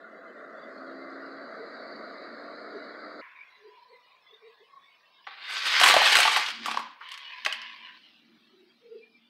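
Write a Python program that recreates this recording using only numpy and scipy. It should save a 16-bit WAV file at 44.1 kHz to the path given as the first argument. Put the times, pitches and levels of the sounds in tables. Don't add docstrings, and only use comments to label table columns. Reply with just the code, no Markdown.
import sys
import numpy as np
from scipy import signal
from scipy.fft import rfft, irfft, next_fast_len
from scipy.io import wavfile
from scipy.ndimage import uniform_filter1d, map_coordinates

SR = 44100
rng = np.random.default_rng(int(sys.argv[2]) if len(sys.argv) > 2 else 0)


def int16_out(signal):
    q = np.round(np.clip(np.atleast_2d(signal).T, -1, 1) * 32767)
    wavfile.write(sys.argv[1], SR, q.astype(np.int16))


N = 409688

# frequency_hz, t60_s
ROOM_DECAY = [(200, 0.051), (1000, 0.54), (3000, 0.76), (8000, 0.15), (15000, 0.26)]
# centre_hz, width_hz, depth_fraction
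PORT_NOTCHES = [(7120, 150, 0.7), (9500, 220, .82)]
# frequency_hz, relative_db
AIR_TOP_SPECTRUM = [(60, -39.5), (170, -20.5), (300, -21.5), (620, -11), (850, -13.5), (1030, -2.5),
                    (1400, -18), (2000, -11.5), (3100, -18.5), (3600, -13.5), (5400, -27), (7000, -46.5)]
# frequency_hz, relative_db
AIR_FOOT_SPECTRUM = [(60, -28), (130, -26.5), (350, -12), (600, -8), (1850, -7.5), (2300, -5.5), (3100, -4),
                     (4500, -9), (5500, -19), (7000, -35.5)]
# frequency_hz, relative_db
SWISH_SPECTRUM = [(200, -33), (850, -20.5), (1020, 2.5), (1200, -11), (1460, -4), (2350, 2), (3000, -17),
                  (7000, -49.5)]
# centre_s, half_width_s, level_db
DRONE_SWELLS = [(1.965, 0.096, -52), (6.688, 0.26, -54), (8.333, 0.13, -67.5)]
# centre_s, half_width_s, pitch_hz, relative_db
HOLLOW_TONES = [(1.62, 0.074, 453, -40), (2.765, 0.045, 433, -37.5), (3.674, 0.11, 420, -50),
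                (3.826, 0.27, 991, -54.5), (3.93, 0.065, 479, -52), (4.332, 0.037, 448, -53.5),
                (4.47, 0.076, 448, -48.5), (4.621, 0.03, 445, -53), (4.76, 0.11, 1100, -55),
                (8.603, 0.15, 368, -57), (8.868, 0.054, 469.6, -47), (8.955, 0.091, 446, -41.5),
                (9.038, 0.028, 2385, -54), (9.155, 0.036, 2367, -55)]

# time_s, body_relative_db, hiss_db
RUSH_LEVELS = [(0, -49.5, -84), (.45, -44.5, -79), (1, -43, -66), (1.8, -42.5, -57), (3.2, -43.5, -58)]
# frequency_hz, relative_db
RUSH_BODY_SPECTRUM = [(30, -67), (60, -38), (120, -35.5), (220, -2.5), (450, -1), (660, 3.5), (750, -6.5),
                      (850, -16), (970, -16), (1150, -1.5), (1400, 0), (1700, -7), (2050, -6.5),
                      (2250, -39), (2480, -33.5), (3400, -56), (5000, -54), (6700, -41.5), (11000, -61)]
# frequency_hz, relative_db
RUSH_HISS_SPECTRUM = [(3000, -24), (3600, -11.5), (4000, 7), (4300, 3.5), (4550, 7), (4900, 1.5),
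                      (5400, -30), (6200, -50), (6700, -51), (8000, -49), (10000, -64)]
# start_s, end_s, first_hz, last_hz, level_db
HUM_LINES = [(.75, 1.42, 266, 276, -50), (.8, 1.36, 334, 334, -53), (1.42, 2.25, 277, 290, -58),
             (2.25, 3.22, 291, 302, -55)]

# pitch_hz, relative_db, t60_s
TRACK_MODES = [(560, -11, 0.075), (850, 1, 0.042), (1010, 8, 0.014), (1128, 4, .04), (1543, -1, 0.042),
               (2030, -8.5, 0.05), (2290, -3.5, 0.05), (2910, -6.5, 0.036), (3160, -7, 0.04),
               (4020, -9.5, .03), (4930, -5, 0.06)]
# frequency_hz, relative_db
BOOM_SPECTRUM = [(30, -59.5), (120, -38), (250, -13), (400, -6), (600, -3.5), (800, 0), (1150, -1),
                 (1500, -3.5), (2200, -21.5), (6000, -70.5)]
# frequency_hz, relative_db
WHEEL_SPECTRUM = [(590, -47), (1000, -12), (1090, -5.5), (1310, -2), (1810, 2), (3300, 0.5), (4900, -3.5),
                  (5750, -11), (6800, -17), (8170, -26), (12000, -42.5), (15600, -63.5), (22000, -120)]
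# frequency_hz, relative_db
SLOW_WHEEL_SPECTRUM = [(300, -43), (580, -19), (790, -24), (1010, 7.5), (1300, -17.5), (1800, 7), (2150, 3),
                       (3100, 5), (4200, -5), (5400, -14.5), (7000, -35), (11000, -49)]
# frequency_hz, relative_db
JINGLE_SPECTRUM = [(1000, -60.5), (3500, -28), (6000, 1.5), (8200, 3.5), (11000, -4.5), (15500, -15.5)]
# frequency_hz, relative_db
CHASSIS_SPECTRUM = [(500, -43), (1200, -6.5), (2400, -8.5), (3050, 5), (3700, -7), (4600, -4),
                    (6000, -13.5), (7500, -27.5), (15000, -44)]
# time_s, relative_db
RACE_LEVELS = [(5.29, -48.5), (5.36, -47.5), (5.535, -31.5), (5.771, -23.5), (5.845, -18.5), (5.965, -24.5),
               (6.06, -18.5), (6.193, -20.5), (6.331, -27.5), (6.377, -26), (6.615, -43), (6.679, -34.5),
               (6.791, -43.5), (6.95, -64.5)]
# start_s, level_db, centre_hz, fall_db_per_octave, rise_s, t60_s
BRUSHES = [(5.239, -54, 3100, 40, .002, .08), (5.266, -31.5, 1000, 11, .003, .06),
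           (7.004, -29.5, 1050, 24, .008, .075), (7.862, -36, 1650, 45, .024, .14)]
# start_s, ring_db, tick_db
METAL_CLICKS = [(6.129, -18.5, -37.5), (6.463, -25, -53), (6.485, -24.5, -55.5), (6.503, -28.5, -50.5),
                (7.088, -44.5, -60.5), (7.117, -38, -50), (7.14, -34.5, -56.5), (7.176, -37.5, -55),
                (7.449, -23, -45), (7.525, -25.5, -43), (7.617, -34.5, -69.5)]
# start_s, clack_db, clack_centre_hz, panel_db, panel_pitch_hz, panel_t60_s, tick_db
KNOCKS = [(5.269, -47.5, 1400, -39, 779, .08, -89.5), (5.799, -17.5, 1913, -22, 1005, 0.058, -31),
          (5.813, -14, 2510, -17.5, 733, 0.079, -28), (5.835, -11, 1807, -15.5, 1102, 0.1, -23.5),
          (5.84, -14, 2000, -16, 1740, 0.036, -27), (5.861, -11.5, 2030, -17.5, 1048, 0.054, -25.5),
          (5.872, -13, 1802, -13, 760, 0.023, -35.5), (5.878, -19.5, 2680, -24.5, 1090, .03, -23),
          (5.886, -12.5, 2096, -21.5, 780, 0.025, -29), (5.899, -19, 2014, -14, 2060, 0.033, -43.5),
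          (5.909, -16, 2012, -16, 1840, .04, -44), (5.917, -21, 1990, -17, 1554, .02, -45),
          (5.94, -16, 2210, -9.5, 741, .035, -30), (5.965, -17, 1600, -8.5, 660, 0.041, -41),
          (6.017, -26, 1874, -19, 770, .05, -47.5), (6.123, -17.5, 2850, -25.5, 910, 0.045, -31),
          (6.154, -10.5, 2400, -15, 1380, 0.051, -23), (6.168, -15.5, 2500, -19.5, 730, 0.025, -25.5),
          (6.187, -17, 2490, -20.5, 695, 0.053, -26.5), (6.203, -17.5, 2600, -20, 1280, 0.034, -24),
          (6.231, -16.5, 2688, -25, 1680, .02, -33), (6.252, -18.5, 2500, -18, 891, 0.086, -39),
          (6.277, -19.5, 1600, -14, 1196, 0.049, -46.5), (6.362, -17, 2700, -19, 1050, 0.034, -37),
          (6.368, -29, 1600, -20.5, 847, 0.085, -35.5), (6.659, -26.5, 1993, -24, 1176, 0.031, -37.5),
          (6.681, -38, 1600, -24.5, 944, 0.051, -55), (6.713, -28, 2800, -28, 1240, 0.036, -44.5),
          (6.744, -38, 2000, -23, 916, 0.02, -55.5), (6.772, -28.5, 1970, -17, 1030, 0.023, -50.5),
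          (6.792, -40, 1803, -24.5, 840, 0.026, -51.5), (7.462, -18, 2000, -19, 1010, 0.019, -42),
          (7.466, -28, 1202, -30, 632, 0.064, -60)]

RUSH_END_S, AIR_RISE_S, AIR_FADE_DB_PER_S = 3.213, 0.28, 4.5
BACK_START_S, BACK_SLOWS_S, BACK_CREEPS_S, BACK_STOP_S = 7.03, 7.67, 7.98, 8.2
BACK_FADE_DB_PER_S, CREEP_HIGHPASS_HZ = 31, 2290
DULL_HZ, BRIGHT_FROM_S, BRIGHTENS_S = 4940, 5.43, 0.155
AXLES_SETTLE_DB, SETTLE_DB_PER_DB = -34, 1.7
CLACK_T60_S, TICK_T60_S, CLICK_T60_S = 0.028, 0.062, .032
THUD_DB, OVERTONE_DB, OVERTONE_RATIO = -7, -9.5, 1.6
CLIP_LEVEL, BAND_LIMIT_HZ = .53, 15700


def amp(db):
    return 10 ** (np.asarray(db) / 20)


def unit(x):
    return x / np.sqrt(np.mean(x ** 2) + 1e-20)


def clock():
    return np.arange(N) / SR


def along(points, hz):
    frequencies, values = np.transpose(points)
    return np.interp(np.log(hz + 1), np.log(frequencies + 1), values)


def curves(rows):
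    times, *columns = np.transpose(rows)
    return [np.interp(clock(), times, column) for column in columns]


def between(start_s, end_s, fade_s):
    return np.clip(np.minimum(clock() - start_s, end_s - clock()) / fade_s + .5, 0, 1)


def swell(t, centre_s, half_width_s):
    return np.exp(-3 * np.minimum(((t - centre_s) / half_width_s) ** 2, 10))


def wobble(rate_hz):
    return map_coordinates(rng.standard_normal(int(N * rate_hz / SR) + 4), [clock() * rate_hz])


def filtered(x, response):
    size = next_fast_len(N + SR // 2)
    return irfft(rfft(x, size) * response(np.fft.rfftfreq(size, 1 / SR)), size)[:N]


def colour(x, spectrum, size=4096):
    cepstrum = irfft(np.log(amp(along(spectrum, np.fft.rfftfreq(size, 1 / SR)))))
    cepstrum[1:size // 2] *= 2
    cepstrum[size // 2 + 1:] = 0
    pulse = irfft(np.exp(rfft(cepstrum)))
    return signal.fftconvolve(x, pulse / np.linalg.norm(pulse))[:len(x)]


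def focused(spectrum, centre_hz, db_per_octave):
    hz = np.geomspace(30, SR / 2, 60)
    return np.column_stack([hz, along(spectrum, hz) - db_per_octave * np.abs(np.log2(hz / centre_hz))])


def flicker(x, depth_db, size=1024):
    hz, _, frames = signal.stft(x, SR, nperseg=size)
    patches = uniform_filter1d(rng.standard_normal(frames.shape), size=3, axis=0)
    patches = unit(uniform_filter1d(patches, size=6, axis=1))
    band_depth_db = depth_db * np.clip(hz / 2200, .3, 1)[:, None]
    return unit(signal.istft(frames * amp(band_depth_db * patches), nperseg=size)[1][:N])


def noise_band(hz, width_hz):
    return unit(filtered(rng.standard_normal(N), lambda f: 1 / (1 + ((f - hz) / width_hz) ** 4)))


def air_noise(spectrum, flicker_db):
    return unit(colour(flicker(rng.standard_normal(N), flicker_db), spectrum))


def room(x, wet_db, places=1, size=256):
    wet = np.zeros(N + SR)
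    for part in np.array_split(np.arange(N), places):
        if np.abs(x[part]).max() > 1e-7:
            hz, t, frames = signal.stft(rng.standard_normal(SR * 2 // 3), SR, nperseg=size)
            decay = amp(-60 * t / along(ROOM_DECAY, hz)[:, None])
            tail = signal.istft(frames * decay, SR, nperseg=size)[1]
            reverb = signal.fftconvolve(x[part], tail / np.linalg.norm(tail))
            wet[part[0] + size:][:len(reverb)] += reverb
    return x + amp(wet_db) * wet[:N]


def room_tone():
    t, foot_s = clock(), 7
    rise = np.clip((t - RUSH_END_S) / AIR_RISE_S, .45, 1)
    top = amp(-62.5) * rise * between(-1, foot_s, .01) * air_noise(AIR_TOP_SPECTRUM, flicker_db=7.5)
    foot_level = amp(-58 - AIR_FADE_DB_PER_S * (t - foot_s)) * between(foot_s, 10, .01)
    foot = foot_level * air_noise(AIR_FOOT_SPECTRUM, flicker_db=6.5)
    swish_level = amp(-46.5 - 40 * np.abs(t - RUSH_END_S)) * between(RUSH_END_S, 10, 0.0091)
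    swish = swish_level * air_noise(SWISH_SPECTRUM, flicker_db=5)
    drone_level = amp(-73) * between(7.43, 10, 0.086)
    drone_level += sum(amp(db) * swell(t, *timing) for *timing, db in DRONE_SWELLS)
    drone = drone_level * (noise_band(232, width_hz=9.8) + noise_band(268, width_hz=90))
    hiss = amp(-90) * rng.standard_normal(N)
    return top + foot + swish + drone + hiss


def hum(start_s, end_s, first_hz, last_hz, level_db, waver):
    pitch_hz = np.interp(clock(), [start_s, end_s], [first_hz, last_hz])
    phase = 2 * np.pi * np.cumsum(pitch_hz) / SR
    return amp(level_db) * between(start_s, end_s, 0.25) * np.sqrt(2) * np.sin(phase + waver)


def rush():
    body_db, hiss_db = curves(RUSH_LEVELS)
    body = amp(body_db - 0.57) * air_noise(RUSH_BODY_SPECTRUM, flicker_db=3.5)
    skirts = amp(hiss_db - 5) * (noise_band(930, width_hz=120) + noise_band(2190, width_hz=120))
    hiss = amp(hiss_db) * air_noise(RUSH_HISS_SPECTRUM, flicker_db=3)
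    flutter = amp(np.minimum(hiss_db + 5, -68)) * air_noise(RUSH_HISS_SPECTRUM, flicker_db=8.5)
    waver = 0.31 * wobble(6.0)
    hums = sum(hum(*line, waver) for line in HUM_LINES)
    return (body + skirts + hiss + flutter + hums) * between(-1, RUSH_END_S, .01)


def hollow_tones():
    t, tones = clock(), np.zeros(N)
    waver = 1.1 * wobble(80)
    for centre_s, half_width_s, pitch_hz, db in HOLLOW_TONES:
        span = np.abs(t - centre_s) < 2 * half_width_s
        phase = 2 * np.pi * pitch_hz * t[span] + waver[span]
        tones[span] += amp(db) * swell(t[span], centre_s, half_width_s) * np.sin(phase)
    return room(tones * amp(3.2 * wobble(80) - 1.5), wet_db=-10)


def ticks(rate_hz, spread_db):
    chance = np.clip(rate_hz / SR, 1e-5, 1)
    size = unit(amp(spread_db * np.clip(rng.standard_normal(N), -2, 2)))
    return (rng.random(N) < chance) * np.sign(rng.standard_normal(N)) * size / np.sqrt(chance)


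def contact(level_db, t60_s, crack=0):
    t = np.arange(SR // 8) / SR
    chatter = rng.standard_normal(len(t))
    chatter[0] += crack
    return amp(level_db - 60 * t / t60_s) * chatter


def track(x, ring_db):
    t = np.arange(SR // 5) / SR
    ring = sum(amp(db - 60 * t / t60_s) * np.cos(2 * np.pi * hz * t) for hz, db, t60_s in TRACK_MODES)
    pulse = amp(ring_db) * ring / np.linalg.norm(ring)
    pulse[0] += 1
    return signal.fftconvolve(x, pulse)[:N]


def rolling_back():
    wheel_db = -44.5 - BACK_FADE_DB_PER_S * np.maximum(clock() - BACK_SLOWS_S, 0)
    patter = track(ticks(1500, spread_db=4), ring_db=-11.5)
    wheels = flicker(room(colour(patter, SLOW_WHEEL_SPECTRUM), wet_db=-11), depth_db=4.5)
    treble = filtered(wheels, lambda f: 1 - 1 / (1 + (f / CREEP_HIGHPASS_HZ) ** 10))
    wheels = treble + (wheels - treble) * between(0, BACK_CREEPS_S, .03)
    jingle = unit(room(colour(ticks(900, spread_db=8), JINGLE_SPECTRUM), wet_db=0))
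    level = amp(wheel_db + 0.87 * wobble(28)) * between(BACK_START_S, BACK_STOP_S, 0.092)
    return level * (wheels + amp(-44) * jingle)


def brushes():
    t = np.arange(SR // 4) / SR
    puffs = np.zeros(N)
    for start_s, level_db, centre_hz, db_per_octave, rise_s, t60_s in BRUSHES:
        envelope = amp(level_db - 60 * t / t60_s) * (1 - np.exp(-(t / rise_s) ** 2))
        band = focused(WHEEL_SPECTRUM, centre_hz, db_per_octave)
        puffs[round(start_s * SR):][:len(t)] += colour(envelope * rng.standard_normal(len(t)), band)
    return room(puffs, wet_db=-9)


def metal_clicks():
    ring, tick = np.zeros((2, N))
    for start_s, ring_db, tick_db in METAL_CLICKS:
        span = slice(round(start_s * SR), round(start_s * SR) + SR // 8)
        ring[span] += contact(ring_db, CLICK_T60_S)
        tick[span] += contact(tick_db, TICK_T60_S)
    return room(colour(ring, CHASSIS_SPECTRUM) + colour(tick, JINGLE_SPECTRUM), wet_db=-10.5)


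def jolts(settle_s):
    times = np.sort([0] + [start_s for start_s, *_ in KNOCKS])
    latest = times[np.searchsorted(times, clock(), side="right") - 1]
    return np.exp((latest - clock()) / settle_s)


def racing():
    race_db, = curves(RACE_LEVELS)
    speed = amp(0.52 * (race_db - race_db.max()))
    patter = track(ticks(2000 + 2400 * speed, spread_db=3), ring_db=-17.5)
    wheels = flicker(room(colour(patter, WHEEL_SPECTRUM), wet_db=-6.5, places=18), depth_db=2.2)
    dull = filtered(wheels, lambda f: 1 / (1 + (f / DULL_HZ) ** 12))
    wheels = dull + (wheels - dull) * np.clip((clock() - BRIGHT_FROM_S) / BRIGHTENS_S, 0, 1)

    bursts = amp(3 * wobble(60))
    boom = unit(room(colour(patter * bursts, BOOM_SPECTRUM), wet_db=-3.5))
    axle_ticks = ticks(900 + 1500 * speed, spread_db=5) * bursts
    jingle = flicker(room(colour(axle_ticks, JINGLE_SPECTRUM), wet_db=2.5), depth_db=3.5, size=256)

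    jolt = jolts(settle_s=.09)
    boom_db = -16 + 7.5 * jolt
    jingle_db = -20 + 6 * jolt - SETTLE_DB_PER_DB * np.maximum(AXLES_SETTLE_DB - race_db, 0)
    level = amp(race_db - 1.08 + 1.6 * wobble(45)) * between(5.275, 6.96, 0.02)
    return level * (wheels + amp(boom_db) * boom + amp(jingle_db) * jingle)


def knocks():
    t = np.arange(SR // 8) / SR
    give = 1 - np.exp(-(t / 0.00096) ** 2)
    blows, panel, tick = np.zeros((3, N))
    for start_s, clack_db, clack_hz, panel_db, panel_hz, t60_s, tick_db in KNOCKS:
        span = slice(round(start_s * SR), round(start_s * SR) + len(t))
        clack = contact(clack_db, CLACK_T60_S, crack=3.5)
        thud = contact(panel_db + THUD_DB, t60_s)
        blows[span] += colour(clack, focused(WHEEL_SPECTRUM, clack_hz, db_per_octave=2))
        blows[span] += colour(thud, focused(BOOM_SPECTRUM, panel_hz, db_per_octave=6.5))
        phase = 2 * np.pi * panel_hz * t
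        note = np.sin(phase) + amp(OVERTONE_DB) * np.sin(OVERTONE_RATIO * phase)
        panel[span] += amp(panel_db - 60 * t / t60_s) * give * note
        tick[span] += contact(tick_db, TICK_T60_S)
    direct = track(blows, ring_db=-18.5) + colour(tick, JINGLE_SPECTRUM) + panel
    return room(direct, wet_db=-8, places=40)


def scene():
    background = rush() + room_tone() + hollow_tones()
    cars = racing() + rolling_back() + knocks() + brushes() + metal_clicks()
    return (background + cars)[None]


def record(dry):
    def port(f):
        notches = [1 - depth / (1 + ((f - hz) / (width_hz / 2)) ** 2)
                   for hz, width_hz, depth in PORT_NOTCHES]
        return np.prod(notches, axis=0)

    notched = filtered(dry[0], port)
    clipped = notched / (1 + np.abs(notched / CLIP_LEVEL) ** 8) ** (1 / 8)
    return filtered(clipped, lambda f: f < BAND_LIMIT_HZ)[None]


dry = scene()
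out = record(dry)
int16_out(out)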